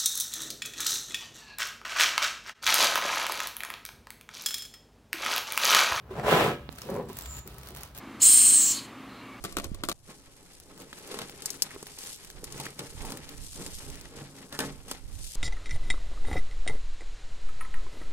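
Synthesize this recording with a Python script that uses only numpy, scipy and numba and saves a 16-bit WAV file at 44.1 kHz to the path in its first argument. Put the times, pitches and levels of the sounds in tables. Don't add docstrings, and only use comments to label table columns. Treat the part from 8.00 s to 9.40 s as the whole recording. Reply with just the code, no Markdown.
import sys
import numpy as np
from scipy import signal
from scipy.fft import rfft, irfft
from scipy.io import wavfile
from scipy.ndimage import uniform_filter1d
from numba import njit

SR = 44100
rng = np.random.default_rng(int(sys.argv[2]) if len(sys.argv) > 2 else 0)


def unload_audio(sound):
    columns = np.transpose(np.atleast_2d(sound))
    steps = np.round(np.clip(columns, -1, 1) * 32767)
    wavfile.write(sys.argv[1], SR, steps.astype(np.int16))


N = 61739

# frequency in Hz, relative level in dB.
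AIR_SPECTRUM = [(25, -39.5), (43, -17), (64, -13.5), (86, -12.5), (122, -10), (160, -8.5), (280, -4.5),
                (400, -11.5), (650, -13.5), (1000, -12.5), (1530, -16), (2300, -15), (4040, -25),
                (5430, -31.5), (9500, -36), (15500, -41)]
# frequency in Hz, filter gain in dB.
STEADY_HISS_FILTER = [(3800, -70.5), (4800, -6), (15000, -3.5)]
# frequency in Hz, level in dB.
HUM_PARTIALS = [(53.8, -67.5), (118.8, -59), (215.3, -58), (264.5, -54.5), (323, -59.5), (349.9, -64.5)]
# time in seconds, relative flow in dB.
SPIRACLE_FLOW = [(.19, -52), (.202, -14), (.213, -7), (.219, -1), (.232, -0.5), (.31, 0.5), (.45, -1),
                 (.55, -3.5), (.62, -5), (.71, -5.5), (.775, -10), (.81, -18), (.86, -22), (.885, -52)]
# frequency in Hz, relative level in dB.
RUSH_SPECTRUM = [(300, -26.5), (1000, -14.5), (1700, -8.5), (2600, -3), (4000, -3.5), (5800, -10.5),
                 (7500, 1.5), (9300, -1), (9950, -13), (11300, -2), (12400, -17.5), (13700, -11),
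                 (15500, -14.5)]
# centre in Hz, width in Hz, relative level in dB.
TUBE_MODES = [(3020, 520, -7), (4230, 560, -1), (5300, 500, -4), (6500, 260, 0), (7400, 500, 6),
              (8600, 400, 3), (10400, 550, 0), (13900, 1100, -7), (15300, 450, -4)]
# frequency in Hz, filter gain in dB.
STEREO_NOISE_FILTER = [(3300, -78), (4100, -29.5), (4800, -3.5), (5900, -10.5), (6700, -26.5), (7600, -45),
                       (9900, -27.5), (11000, -2.5), (15500, -7.5)]
# frequency in Hz, gain in dB.
REVERB_COLOUR = [(3000, 5.5), (8000, -6), (11000, 5.5), (14000, -4.5)]
# time in seconds, pitch in Hz, level in dB, core over skirt in dB.
WHISTLE_PATH = [(.214, 6600, -57, -5.5), (.219, 7250, -19.5, -5), (.236, 7800, -15.5, 0),
                (.262, 8300, -14, -7.5), (.29, 8670, -15, -1.5), (.36, 8700, -15.5, -4.5),
                (.46, 8540, -17, -3), (.545, 8550, -17, 1), (.6, 8050, -19.5, -0.5),
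                (.655, 7600, -22.5, -5), (.715, 7300, -25, -5.5), (.745, 7050, -36.5, -17),
                (.79, 7000, -59, -20)]
# frequency in Hz, gain in dB.
SHELL_COLOUR = [(5800, -3), (7300, 1), (8100, -1), (8650, 1), (9200, -5), (9900, -9)]
# start in seconds, level in dB.
BARK_BUMPS = [(0.332, -40), (.385, -50), (0.471, -44), (.705, -43)]
# peak time and half-length in seconds, centre and width in Hz, level in dB.
LAST_PUFFS = [(0.701, 0.055, 5800, 1200, -35.5), (.768, 0.055, 4180, 845, -39)]
# start and length in seconds, pitch and width in Hz, level in dB.
FAINT_SQUEAKS = [(1.084, 0.16, 4100, 452, -59), (1.18, .12, 2823, 90.5, -59), (1.214, .19, 2280, 34.6, -55)]


def undb(db):
    return 10 ** (np.asarray(db) / 20)


def unit(x):
    return x / np.sqrt(np.mean(x ** 2))


def noise():
    return rng.standard_normal(N)


def curve(table, column=1):
    rows = np.array(table)
    return np.interp(np.arange(N) / SR, rows[:, 0], rows[:, column])


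def drift(per_s):
    hold = max(int(SR / per_s), 1)
    steps = np.repeat(rng.standard_normal(N // hold + 1), hold)
    return unit(uniform_filter1d(steps, hold)[:N])


def colour(x, points):
    hz, db = np.array(points).T
    bin_hz = np.maximum(np.arange(N // 2 + 1) * SR / N, 1)
    gain = undb(np.interp(np.log(bin_hz), np.log(hz), db))
    return irfft(rfft(x) * gain, N)


@njit
def bandpass(x, tuning, damping):
    y, band_state, low_state = np.empty(len(x)), 0., 0.
    for i in range(len(x)):
        band = (band_state + tuning[i] * (x[i] - low_state)) / (1 + tuning[i] * (tuning[i] + damping[i]))
        band_state = 2 * band - band_state
        low_state += 2 * tuning[i] * band
        y[i] = damping[i] * band
    return y


def resonate(x, hz, width_hz):
    angle = 2 * np.pi * np.minimum(hz * np.ones(N), .45 * SR) / SR
    tuning = np.tan(angle / 2)
    damping = 2 * np.pi * width_hz / SR / np.sin(angle)
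    return unit(bandpass(bandpass(x, tuning, damping), tuning, damping))


def room_air(level_db=-47.5):
    return undb(level_db) * unit(colour(noise(), AIR_SPECTRUM))


def machine(knock_hz=26.87, scatter_db=2.5):
    t = np.arange(N) / SR
    knock_count = np.floor(t * knock_hz + rng.random())
    knocks = np.maximum(np.diff(knock_count, append=0), 0) * undb(scatter_db * drift(knock_hz))
    hum = sum(undb(db) * np.sqrt(2) * np.sin(2 * np.pi * (hz * t + rng.random()))
              for hz, db in HUM_PARTIALS)
    casing = undb(-53) * resonate(knocks, hz=255, width_hz=140)
    fan = undb(-54.5) * resonate(noise(), hz=1154, width_hz=400)
    return casing + hum + fan


def rush(sizzle_rise_s=.023):
    flow = undb(curve(SPIRACLE_FLOW))
    broad = undb(-33) * unit(colour(noise(), RUSH_SPECTRUM))
    tube = 0
    for hz, width_hz, db in TUBE_MODES:
        steepness = .566 + hz / 7200
        tube += undb(db - 34.5) * flow ** steepness * resonate(noise(), hz, width_hz)
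    sizzle = undb(-33) * resonate(noise(), hz=13000, width_hz=4400)
    valve_open_s = np.cumsum(flow > .5) / SR
    build_up = 1 - np.exp(-valve_open_s / sizzle_rise_s)
    return flow * broad + tube + build_up * flow ** 2.8 * sizzle


def room_reverb(x, t60_s=.28, gap_s=.004):
    t = np.arange(N) / SR
    tail = noise() * np.exp(-np.log(1000) * t / t60_s) * (t > gap_s)
    tail /= np.sqrt(np.sum(tail ** 2))
    return colour(signal.fftconvolve(x, tail)[:N], REVERB_COLOUR)


def whistle(wobble_share=.012, saturation=.5):
    flow = undb(curve(SPIRACLE_FLOW))
    hz = curve(WHISTLE_PATH, column=1) * (1 + wobble_share * drift(per_s=170))
    level = undb(curve(WHISTLE_PATH, column=2)) * np.minimum(10 * flow, 1)
    core_gain = undb(curve(WHISTLE_PATH, column=3))
    core = core_gain * resonate(noise(), hz, width_hz=300)
    spread = np.clip(flow, .3, 1) ** -.26
    skirt = unit(resonate(noise(), .98 * hz, width_hz=1740 * spread) / np.sqrt(spread))
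    jet = (core + skirt) / np.hypot(1, core_gain)
    swing = np.abs(signal.hilbert(jet))
    jet /= np.sqrt(1 + saturation * swing ** 2)
    octave = undb(-14) * resonate(noise(), 2 * hz, width_hz=1700)
    return level * (unit(colour(jet, SHELL_COLOUR)) + octave)


def bark_bumps(hz=71.4, decay_s=.012):
    t, out = np.arange(N) / SR, 0
    for start, db in BARK_BUMPS:
        age = np.maximum(t - start, 0)
        out += undb(db) * np.exp(-age / decay_s) * np.sin(2 * np.pi * hz * age)
    return out


def last_air():
    t, out = np.arange(N) / SR, 0
    for peak_s, half_length, hz, width_hz, db in LAST_PUFFS:
        swell = np.exp(-2 * ((t - peak_s) / half_length) ** 2)
        out += undb(db) * swell * resonate(noise(), hz, width_hz)
    return out


def squeaks(sag_hz_per_s=360):
    t, out = np.arange(N) / SR, 0
    for start, length, hz, width_hz, db in FAINT_SQUEAKS:
        age = np.clip(t - start, 0, length)
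        swell = np.sqrt(np.abs(np.sin(np.pi * age / length)))
        out += undb(db) * swell * resonate(noise(), hz - sag_hz_per_s * age, width_hz)
    return out


def scene(flutter_db=.5):
    hiss = (whistle() + rush() + last_air()) * undb(flutter_db * drift(per_s=80))
    air = room_air()
    steady_high_hiss = colour(room_air(), STEADY_HISS_FILTER)
    mid = hiss + undb(-10) * room_reverb(hiss) + bark_bumps() + air + machine() + squeaks()
    swelling_stereo_noise = colour(rush(), STEREO_NOISE_FILTER)
    side = swelling_stereo_noise + steady_high_hiss
    return np.array([mid + side, mid - side])


def record(dry):
    top_hz = 15700
    return signal.sosfilt(signal.ellip(12, .2, 80, top_hz, fs=SR, output="sos"), dry)


dry = scene()
out = record(dry)
unload_audio(out)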